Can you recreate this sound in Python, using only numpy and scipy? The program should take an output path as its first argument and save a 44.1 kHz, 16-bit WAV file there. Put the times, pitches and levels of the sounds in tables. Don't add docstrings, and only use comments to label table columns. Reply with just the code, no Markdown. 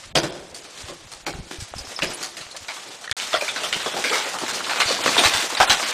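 import sys
import numpy as np
from scipy import signal
from scipy.fft import rfft, irfft
from scipy.io import wavfile
from scipy.ndimage import uniform_filter1d

SR = 44100
rng = np.random.default_rng(int(sys.argv[2]) if len(sys.argv) > 2 else 0)


def volts_from_db(level):
    exponent = np.asarray(level, float) / 20
    return 10 ** exponent


def log_audio(samples):
    frames = np.atleast_2d(samples).T
    limited = np.clip(frames, -1, 1)
    pcm = np.round(limited * 32767).astype(np.int16)
    wavfile.write(sys.argv[1], SR, pcm)


N = 261513


def rms_one(x):
    return x / np.sqrt(np.mean(x ** 2, axis=-1, keepdims=True) + 1e-20)


def add(out, start_s, sound):
    i = round(start_s * SR)
    out[i:i + len(sound)] += sound[:N - i]


def drift(rate):
    r = np.exp(-80 * np.pi * rate / SR)
    white = rng.standard_normal(N // 40 + 2002)
    slow = signal.lfilter([1], [1, -2 * r, r * r], white)[2000:]
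    return np.interp(np.arange(N) / 40, np.arange(len(slow)), rms_one(slow))


def band(x, low_hz, high_hz, order=2):
    return signal.sosfilt(signal.butter(order, [low_hz, high_hz], "band", fs=SR, output="sos"), x)


def coloured(x, spectrum):
    hz, level_db = np.transpose(spectrum)
    grid = np.fft.rfftfreq(x.shape[-1], 1 / SR) + 1
    gain = volts_from_db(np.interp(np.log(grid), np.log(hz), level_db))
    return irfft(rfft(x) * gain, x.shape[-1])


def split(x, edges_hz):
    spectrum, hz = rfft(x), np.fft.rfftfreq(x.shape[-1], 1 / SR) + 1
    above = [1] + [1 / (1 + (edge / hz) ** 6) for edge in edges_hz] + [0]
    return [rms_one(irfft(spectrum * (a - b), x.shape[-1])) for a, b in zip(above, above[1:])]


def resonate(x, hz, t60):
    r, w = volts_from_db(-60 / (t60 * SR)), 2 * np.pi * hz / SR
    return signal.lfilter([0, np.sin(w)], [1, -2 * r * np.cos(w), r * r], x)


def grains(shape, spread_db, share):
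    sizes = volts_from_db(spread_db * np.minimum(rng.exponential(1, shape), 3.0))
    clicks = sizes * (rng.random(shape) < share)
    return rms_one(rng.standard_normal(shape) * (1 + clicks))


def shard_colour(x, peaky_db, width_hz):
    spectrum = rfft(x)
    bins = max(round(width_hz * x.shape[-1] / SR), 2)
    white = rng.standard_normal(spectrum.shape)
    bumps = rms_one(uniform_filter1d(uniform_filter1d(white, bins), bins))
    return irfft(spectrum * volts_from_db(peaky_db * bumps), x.shape[-1])


# (frequency [Hz], level [dB per Hz])
CRUNCH_COLOUR = [(110, -33.5), (200, -16), (400, -6), (760, -4), (1200, -4), (4000, -5.5), (8000, -15),
                 (10300, -20)]
# (pitch [Hz], level [dB], ring time t60 [s])
SLAB_NOTES = [
    (162, -3, 0.0625),
    (361, -1, 0.0314),
]


def breaking_ice(table, body_db, edge_db, edge_follows, crack_db, tail_t60, tail_db, body_t60, slab_db):
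    out, t = np.zeros(N), np.arange(SR // 2) / SR
    grit = coloured(grains((len(table), len(t)), spread_db=3.5, share=.04), CRUNCH_COLOUR)
    grit = shard_colour(grit, peaky_db=3.0, width_hz=150)
    ranges = np.stack(split(grit, [550, 1500, 5000]), axis=1)
    spurts = rms_one(band(rng.standard_normal((len(table), len(t))), 61, 143))
    for (s, db, knock_db, length), (body, hollow, middle, top), spurt in zip(table, ranges, spurts):
        hold = np.exp(-(t / max(length, .003)) ** 3) + volts_from_db(tail_db - 60 * t / tail_t60)
        crack = volts_from_db(crack_db) * np.exp(-t / 0.00444)
        shape = (hold * volts_from_db(1.93 * spurt) + crack) * np.minimum(t / 0.00165, 1)
        thud = (1 - np.exp(-t / 0.0058)) * (hold + volts_from_db(-9.5 - 60 * t / body_t60))
        slab = sum(volts_from_db(g) * rms_one(resonate(body, hz, t60)) for hz, g, t60 in SLAB_NOTES)
        body = rms_one(body + volts_from_db(slab_db) * slab)
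        top_db = edge_db + edge_follows * db
        bright = volts_from_db(db - 20) * middle + volts_from_db(knock_db - 11) * hollow + volts_from_db(top_db - 5.5) * top
        add(out, s - .001, shape * bright + volts_from_db(knock_db + body_db - 7) * thud * body)
    return out


def struck_ice(table, body_db, edge_db, edge_follows):
    return breaking_ice(table, body_db, edge_db, edge_follows, crack_db=1.5, tail_t60=0.739, tail_db=-6.5,
                        body_t60=0.458, slab_db=-3)


def fallen_ice(table, body_db, edge_db, edge_follows):
    pieces = breaking_ice(table, body_db, edge_db, edge_follows, crack_db=-7.5, tail_t60=0.42, tail_db=-12.5,
                          body_t60=0.125, slab_db=-15.5)
    return band(pieces, 120, 20000)


# (time [s], crunch peak [dB], knock [dB], crunch length [s])
BOOT_KICKS = [(.153, -2.5, -14, 0.0419), (.233, -14.5, -21, 0.0303), (.643, -29, -47, 0.0205),
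              (.778, -26.5, -45.5, 0.047), (.883, -23.5, -32, 0.047), (1.265, -13, -26, .043),
              (1.341, -29, -38, 0.034), (1.51, -21, -38, 0.0614), (2.021, -7, -23, 0.0366),
              (2.209, -23, -36, 0.035), (2.369, -18, -41.5, 0.0395)]


def boot_kicks():
    return struck_ice(BOOT_KICKS, body_db=1.5, edge_db=-18, edge_follows=0.821)


# (time [s], crunch peak [dB], knock [dB], crunch length [s])
PICK_BLOWS = [
    (1.99, -17, -29.5, 0.038),
    (2.41, -19, -33.5, 0.0328),
    (2.508, -36, -45.5, 0.08),
    (2.545, -31, -31, .03),
    (2.683, -16, -26, 0.0422),
    (2.766, -24.5, -33.5, 0.032),
    (2.916, -25.5, -51.5, 0.037),
    (2.945, -42, -57, .021),
    (3.041, -21, -35, .024),
]


def pick_blows():
    return struck_ice(PICK_BLOWS, body_db=-20.5, edge_db=-18, edge_follows=0.995)


# (time [s], crunch peak [dB], knock [dB], crunch length [s])
SPIKE_SCRATCHES = [
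    (.548, -27.5, -57, 0.061),
    (1.117, -29, -35, 0.0414),
    (1.604, -25, -42, 0.045),
    (1.738, -50, -40, .01),
    (1.785, -25, -42.5, 0.0182),
    (1.941, -34, -52, 0.031),
    (2.228, -18, -28.5, 0.0446),
    (2.567, -21, -48, 0.0119),
    (3.013, -34.5, -35, 0.031),
]


def spike_scratches():
    return struck_ice(SPIKE_SCRATCHES, body_db=-18, edge_db=-11, edge_follows=0.816)


# (time [s], crunch peak [dB], knock [dB], crunch length [s])
HEAVY_BLOCKS = [(3.541, -18.5, -36, 0.064), (3.615, -34, -30, 0.0335), (3.742, -13, -31, 0.072),
                (3.859, -28, -15.5, .024), (3.937, -32, -21.5, 0.0604), (3.966, -14.5, -27.5, 0.059),
                (4.04, -4.5, -24, 0.065), (4.096, -6.5, -23.5, 0.049), (4.412, -25.5, -22, 0.0473),
                (4.462, -15.5, -35, 0.11), (4.88, -5, -23, 0.1), (4.989, -27, -20.5, 0.0248),
                (5.006, -14.5, -28.5, 0.0153), (5.037, -8, -25, 0.07), (5.059, -2, -18, 0.072),
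                (5.179, 2.5, -12, .038), (5.423, -8, -24.5, 0.0323), (5.522, -18.5, -24, 0.0182),
                (5.822, -7.5, -26.5, 0.0383)]


def heavy_blocks():
    return fallen_ice(HEAVY_BLOCKS, body_db=-1.5, edge_db=-22, edge_follows=.6)


# (time [s], crunch peak [dB], knock [dB], crunch length [s])
CRUMBLING_LUMPS = [(5.147, -6, -19, .04), (3.18, -18.5, -40, .062), (3.205, -10.5, -43.5, 0.053),
                   (3.331, -4.5, -16.5, 0.0542), (3.56, -9.5, -21.5, 0.0454), (3.727, -2, -20, 0.0188),
                   (3.801, -9, -26.5, 0.034), (4.248, -13.5, -21, 0.0653), (4.606, -13.5, -24, 0.012),
                   (4.641, -9, -32.5, 0.039), (4.695, -7, -15.5, 0.061), (4.759, -11, -19.5, 0.119),
                   (4.801, 1, -13.5, 0.0372), (5.5, -15.5, -20, 0.0335), (5.549, -19, -19, 0.0128),
                   (5.57, -4.5, -24, 0.023), (5.602, 4, -4.5, .038)]


def crumbling_lumps():
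    return fallen_ice(CRUMBLING_LUMPS, body_db=-20, edge_db=-23, edge_follows=1.21)


# (time [s], crunch peak [dB], knock [dB], crunch length [s])
BURSTING_ICICLES = [(4.544, -12.5, -30, .045), (3.411, -17, -23, 0.0524), (3.479, -19, -30, 0.0336),
                    (3.634, -10.5, -19, 0.0388), (4.129, -6.5, -16.5, 0.0923),
                    (4.338, -29.5, -17.5, 0.0503), (4.387, -18, -26.5, 0.045), (4.481, -9.5, -19, 0.0394),
                    (4.664, -20.5, -20.5, 0.036), (4.86, -15.5, -48, 0.029), (5.078, -13, -13.5, 0.019),
                    (5.237, 0, -8, 0.0417), (5.256, 1, -18.5, 0.0526), (5.336, -1, -16, 0.0643),
                    (5.675, -9, -15, 0.086), (5.7, 4, -13, 0.0488), (5.798, -22.5, -16, 0.0374),
                    (5.87, -21.5, -36, .032)]


def bursting_icicles():
    return fallen_ice(BURSTING_ICICLES, body_db=-15.5, edge_db=-17, edge_follows=0.595)


# (time [s], peak [dB], pitch [Hz])
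FRACTURES = [(.1572, -5, 3000), (.1752, -4, 3000), (1.2685, -18, 1600), (1.2835, -18, 1500),
             (1.3375, -25, 1500), (1.5135, -22, 1500), (1.7388, -22, 750), (1.8715, -28, 1460),
             (1.9908, -15, 1300), (2.0295, -11, 3270), (2.032, -15, 330), (2.1878, -25, 5400),
             (2.2489, -20, 3800), (2.2628, -21, 5900), (2.4667, -29, 2150), (2.6477, -26, 3200),
             (2.9464, -26, 3960), (3.0447, -25, 1720), (3.2001, -18, 2900), (3.3315, -17, 1400),
             (3.343, -14, 650), (3.5629, -16, 1980), (3.6733, -17, 5900), (3.729, -10, 2400),
             (4.053, -12, 2000), (4.099, -14, 2670), (4.1297, -11, 2150), (4.4643, -18, 1980),
             (4.5457, -15, 4200), (4.5615, -17, 6900), (4.6067, -15, 1640), (4.7602, -13, 2070),
             (4.8077, -6, 2670), (4.8617, -12, 4400), (4.9495, -11, 4560), (5.0604, -11, 1720),
             (5.0632, -5, 1300), (5.0788, -8, 1640), (5.1666, -8, 1550), (5.1685, -9, 900),
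             (5.1795, -7, 3700), (5.2381, -3, 1120), (5.2571, -2, 2500), (5.2978, -10, 5900),
             (5.4143, -13, 4740), (5.6075, -2, 1000), (5.621, -11, 1800), (5.6444, -10, 1380),
             (5.6978, -3, 3200), (5.703, -7, 2500), (5.7717, -14, 4050), (5.7989, -13, 2400),
             (5.892, -15, 4200)]


def cracks():
    out, t = np.zeros(N), np.arange(SR // 40) / SR
    for s, db, hz in FRACTURES:
        fade = np.exp(-t * hz / .8)
        add(out, s - .25 / hz, -volts_from_db(db + 7.5) * np.sin(2 * np.pi * hz * t) * fade)
    return band(out, 380, 16000)


# (time [s], peak [dB], pitch [Hz], ring time t60 [s])
POINT_AND_SHARD_TICKS = [(0.546, -15.5, 4440, 0.017), (0.776, -17.5, 3470, 0.0176), (1.272, -17, 330, 0.06),
                         (1.512, -16.5, 334, 0.025), (1.602, -18.5, 5560, 0.013), (1.7385, -21, 721, 0.023),
                         (1.783, -13, 5030, 0.013), (2.368, -27.5, 2800, 0.015), (2.565, -11.5, 4470, 0.01),
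                         (2.684, -15.5, 2097, 0.014), (3.727, -7.5, 3160, 0.019), (3.744, -4, 3116, 0.014),
                         (4.387, -8, 3010, 0.015), (4.645, -14, 3000, 0.0158), (5.061, -3.5, 534, 0.021),
                         (5.24, -9, 4030, 0.0176), (5.551, -4.5, 3970, 0.0155), (5.602, 4, 825, 0.02),
                         (5.698, 3, 3000, 0.01),
                         (1.9908, -16, 1930, .012),
    (2.2305, -13, 5500, .01),
    (3.1998, -6, 3000, .008),
    (4.6975, -8, 1600, .012),
]
# (time [s], peak [dB], pitch [Hz], ring time t60 [s])
SWITCH_CLICKS = [
    (3.076, -16.5, 1723, 0.0204),
    (3.078, -14, 1918, .025),
    (3.096, -14, 1790, 0.023),
    (3.1138, 4, 4450, 0.0018),
    (3.116, -9.5, 2293, 0.023),
    (3.119, -7, 1854, 0.0244),
    (3.121, -8, 3450, 0.0192),
    (3.1265, -8.5, 1790, .02),
]


def ticks():
    out, t = np.zeros(N), np.arange(SR // 8) / SR
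    table = POINT_AND_SHARD_TICKS + SWITCH_CLICKS
    for (s, db, hz, t60), noise in zip(table, rng.standard_normal((len(table), len(t)))):
        contact = (t == 0) * np.sign(noise[0]) + 0.241 * noise * np.exp(-t / 0.00072)
        snap = band(contact, hz / 1.446, min(hz * 2.0, 10000))
        ring = resonate(contact, hz, np.clip(t60, .002, .1))
        tick = volts_from_db(-2) * ring / np.abs(ring).max() + snap / np.abs(snap).max()
        add(out, s, volts_from_db(db - 4) * tick)
    return band(out, 160, 20000)


def rattle(table):
    out, t = np.zeros(N), np.arange(SR // 3) / SR
    touches = grains((len(table), len(t)), spread_db=5.0, share=.004)
    for (s, db, hz, t60), touch in zip(table, touches):
        ring_t60 = .33 / np.sqrt(hz)
        ring = resonate(resonate(touch, hz, ring_t60), hz, ring_t60)
        add(out, s, volts_from_db(db - 60 * t / t60) * rms_one(ring))
    return band(out, 250, 20000)


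# (time [s], level [dB], pitch [Hz], fade time t60 [s])
MORE_RINGING_PIECES = [(.154, -20, 3000, .06), (.157, -18, 4800, .06), (.17, -19, 4700, .1), (.183, -25, 6200, .08),
                       (1.79, -35, 5200, .08), (2.023, -22, 2700, .07), (2.042, -28, 1620, .08),
                       (3.339, -24, 3300, .1), (3.348, -18, 1350, .08), (3.418, -24, 620, .15),
                       (3.482, -25, 1400, .1), (3.727, -22, 2300, .04), (4.1, -29, 470, .5),
                       (4.128, -20, 2150, .25), (4.255, -28, 520, .2), (4.712, -25, 900, .08),
                       (4.8, -17, 1300, .04), (4.805, -17, 2850, .08), (4.82, -19, 2200, .08),
                       (4.905, -22, 500, .1), (5.077, -18, 1900, .08), (5.144, -20, 2510, .05),
                       (5.179, -17, 3950, .06), (5.19, -26, 9000, .25), (5.249, -17, 4100, .08),
                       (5.703, -21, 800, .25)]


def more_clinks():
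    return volts_from_db(4) * rattle(MORE_RINGING_PIECES)


# (time [s], level [dB], pitch [Hz], fade time t60 [s])
RINGING_PIECES = [(1.762, -31.5, 5290, 0.049), (1.815, -36.5, 5170, 0.065), (1.85, -37.5, 5320, 0.206),
                  (1.962, -27.5, 5173, 0.144), (2.07, -26, 5090, 0.116), (2.136, -23, 9420, 0.0206),
                  (2.146, -15, 9870, 0.0172), (2.156, -22, 9870, 0.017), (2.515, -35, 9600, 0.0284),
                  (2.54, -47.5, 9800, 0.02), (2.511, -33, 4170, 0.132), (2.684, -24.5, 2290, 0.174),
                  (3.338, -13, 630, 0.16), (3.331, -20, 1400, 0.05), (3.41, -22, 2393, 0.138),
                  (3.48, -18.5, 2402, 0.116), (3.488, -21, 3520, 0.16), (3.635, -20, 3210, 0.136),
                  (3.741, -21.5, 3036, 0.154), (3.86, -31, 3440, 0.87), (3.86, -27.5, 5220, 0.075),
                  (3.965, -18, 781, 0.123), (4.039, -18, 2248, 0.278), (4.12, -20, 1265, 0.365),
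                  (4.86, -21.5, 4440, 0.565), (5.18, -11.5, 3622, 0.24), (5.605, -9, 778, 0.187),
                  (5.702, -11, 3996, 0.144)]


def clinks():
    return rattle(RINGING_PIECES)


# (time [s], level [dB], fade time t60 [s])
ROLLING_RUBBLE = [
    (.2, -35, 1.6),
    (1.78, -43, .9),
    (2.86, -46, .9),
    (2.04, -40, 1.3),
    (3.5, -41, 3.0),
    (4.52, -38, 3.0),
    (5.05, -36, 2.0),
]


def rubble():
    t = np.arange(N) / SR
    return sum((t > s) * volts_from_db(db - 60 * np.abs(t - s) / t60) for s, db, t60 in ROLLING_RUBBLE)


# (time [s], level [dB])
DEBRIS_FLOW = [(0.0, -42.5), (.3, -50.5), (.6, -47), (.8, -41.5), (1.08, -48), (1.5, -47.5), (2.07, -38),
               (2.5, -46), (2.85, -41), (3.11, -47.5), (3.17, -33.5), (4.07, -30), (4.48, -34.5),
               (4.85, -27), (5.08, -29), (5.23, -20.5), (5.38, -27.5), (5.93, -27)]


def flow_db():
    s, level_db = np.transpose(DEBRIS_FLOW)
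    return np.interp(np.arange(N) / SR, s, level_db)


def tinkle(per_s, cycles, level_db):
    sizes = volts_from_db(1.6 * np.minimum(rng.exponential(1, N), 3))
    strikes = (rng.random(N) < per_s / SR) * sizes + 1e-18
    pitches, dealt = np.geomspace(500, 9000, 30), rng.integers(0, 30, N)
    rings = sum(resonate(strikes * (dealt == k), hz, cycles / np.sqrt(hz)) for k, hz in enumerate(pitches))
    return volts_from_db(flow_db() + level_db) * rms_one(rings)


# (frequency [Hz], level [dB per Hz])
HISS_COLOUR = [(60, -52.5), (100, -23.5), (450, -12), (700, -5.5), (1200, -3.5), (3300, -4.5), (7500, -11),
               (10300, -17)]


def slide():
    middle_db = flow_db()
    swing_db = middle_db + 40
    coarse = volts_from_db(-51.5 + .55 * swing_db) + rubble()
    fine = volts_from_db(-38 + 0.876 * swing_db)
    ranges = split(coloured(grains(N, spread_db=3.0, share=.02), HISS_COLOUR), [600, 4000])
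    together = 1.27 * drift(9.5)
    gains = [coarse, volts_from_db(middle_db), fine]
    return sum(part * gain * volts_from_db(together + 1.653 * drift(36.5)) for part, gain in zip(ranges, gains))


# (time [s], peak [dB], pitch [Hz])
HOUSING_KNOCKS = [(0.147, -25.5, 43.1), (0.839, -22.5, 80), (1.039, -37, 48), (1.155, -36, 55),
                  (1.229, -34.5, 48.4), (1.715, -32, 65), (1.329, -38.5, 130), (1.379, -32.5, 72.7),
                  (1.585, -18, 80), (1.622, -15, 105), (1.755, -20.5, 70), (1.807, -22, 61.5),
                  (1.875, -29, 100), (3.113, -18, 100), (3.765, -19, 190), (4.858, -19, 110),
                  (5.058, -21, 120), (5.257, -12.5, 92), (5.348, -20, 90), (5.6, -17, 100),
                  (5.609, -23, 32.5), (5.697, -17, 90), (5.705, -24, 31.8)]


def housing_knocks():
    out, t = np.zeros(N), np.arange(SR // 5) / SR
    for s, db, hz in HOUSING_KNOCKS:
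        add(out, s, volts_from_db(db - 6) * np.sin(2 * np.pi * hz * t) * np.exp(-t * hz / 0.95))
    return out


# (peak time [s], peak [dB], time to fall 20 dB [s])
WIND_GUSTS = [(.01, -59, 0.46), (.18, -40.5, 0.3641), (.85, -43, 0.0942), (1.05, -49, 0.08),
              (1.22, -51, 0.13), (1.33, -37, .06), (1.4, -32.5, .07), (.5, -53, .12), (1.61, -42.5, 0.0455),
              (1.77, -40.5, 0.0835), (2.05, -35, .08), (2.13, -54, 0.13), (2.42, -52, 0.2),
              (2.62, -52, .08), (3.36, -58, .3), (3.7, -52, .3), (4.1, -62, .4), (4.5, -58, .3),
              (4.9, -50, .05), (5.0, -48, .05), (5.08, -48, .06), (5.27, -39, .06), (5.37, -46, 0.08),
              (5.63, -50, .06), (5.72, -47, 0.0146)]


def gusts():
    late = np.arange(N) / SR - np.array(WIND_GUSTS)[:, :1]
    falls = np.maximum(late, -late / 0.763)
    still_air = volts_from_db(-72)
    return still_air + sum(volts_from_db(db - 20 * fall / fall_s) for (s, db, fall_s), fall in zip(WIND_GUSTS, falls))


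def wind():
    rumble = rms_one(band(rng.standard_normal(N), 23.2, 157.5))
    return rumble * gusts() * volts_from_db(-2 + 5.1 * drift(36))


def scene():
    blows = boot_kicks() + pick_blows() + spike_scratches()
    falling = heavy_blocks() + crumbling_lumps() + bursting_icicles()
    details = cracks() + ticks() + more_clinks() + clinks()
    debris = tinkle(per_s=150, cycles=3.1, level_db=-12.5) + slide()
    mid = blows + falling + details + debris + housing_knocks() + wind()
    late = np.roll(mid, 90)
    side = volts_from_db(-39 + 8.0 * drift(5.22)) * band(late, 2620, 16000)
    side = side + volts_from_db(-23 + 9.0 * drift(12)) * band(late, 12000, 15500, order=4)
    return mid + side * [[1], [-1]]


def thin_treble(x, quiet_db, rise_db, masked_db, thin_db, chance_db):
    edges_hz = np.arange(4200, 16300, 750)
    hz, frame_s, frames = signal.stft(x, SR, "cosine", nperseg=1536, noverlap=768)
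    white = rng.standard_normal((len(edges_hz), len(frame_s)))
    luck = rms_one(uniform_filter1d(white, size=2, axis=0))
    for low, high, chance in zip(edges_hz, edges_hz[1:], chance_db * luck):
        inside = (hz >= low) & (hz < high)
        power = np.mean(np.abs(frames[:, inside]) ** 2, axis=(0, 1))
        level = 10 * np.log10(power + 1e-20) + chance
        below = level - uniform_filter1d(level, size=7)
        threshold = quiet_db + rise_db * (low - 12450) / 1000 + 5 * (low > 14500)
        heard = level + .8 * chance > threshold
        frames[:, inside] *= np.where(below < masked_db, volts_from_db(thin_db), 1) * heard
    frames[:, hz >= edges_hz[-1]] = 0
    return signal.istft(frames, SR, "cosine", nperseg=1536, noverlap=768)[1][:, :N]


# (start [s], end [s], depth [dB], from [Hz], to [Hz])
TREBLE_GAPS = [(0.126, 0.149, -41, 800, 18000), (.208, .23, -12, 5200, 6800),
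               (0.311, 0.322, -20, 5500, 18000), (0.519, 0.541, -10.5, 3800, 18000),
               (1.248, 1.26, -25.5, 3130, 18000), (1.997, 2.03, -7.5, 5500, 18000),
               (2.0, 2.015, -12, 2800, 4300), (3.83, 3.855, -12, 4900, 5600),
               (4.518, 4.532, -8.5, 4540, 18000), (5.02, 5.038, -12, 5300, 7200),
               (5.16, 5.165, -12, 3000, 8000), (5.659, 5.671, -10, 3600, 9500),
               (5.672, 5.695, -14, 4200, 6200), (5.915, 5.927, -10, 4100, 18000)]


def blank_treble(x):
    t = np.arange(N) / SR
    for start, end, depth_db, low_hz, high_hz in TREBLE_GAPS:
        near = slice(round(start * SR) - 900, round(end * SR) + 900)
        inside = uniform_filter1d(1. * ((t[near] > start) & (t[near] < end)), size=90)
        bandpass = signal.butter(4, [low_hz, high_hz], "band", fs=SR, output="sos")
        high = signal.sosfiltfilt(bandpass, x[:, near])
        x[:, near] -= high * inside * (1 - volts_from_db(depth_db))
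    return x


def top_cut(x):
    return signal.sosfilt(signal.butter(12, 15350, fs=SR, output="sos"), x)


def record(dry):
    t = np.arange(N) / SR
    top = signal.sosfiltfilt(signal.butter(10, 10000, "high", fs=SR, output="sos"), dry)
    x = 0.9854 * np.tanh((dry - top * (1 - volts_from_db(-8.5))) / 1.462)
    x = thin_treble(x, quiet_db=-83.5, rise_db=10, masked_db=-5.5, thin_db=-14, chance_db=3.0)
    x = blank_treble(x)
    silence = np.where((t > 3.1275) & (t < 3.167), volts_from_db(-120), 1)
    mix = x * uniform_filter1d(silence, size=40)
    return top_cut(mix)


dry = scene()
out = record(dry)
log_audio(out)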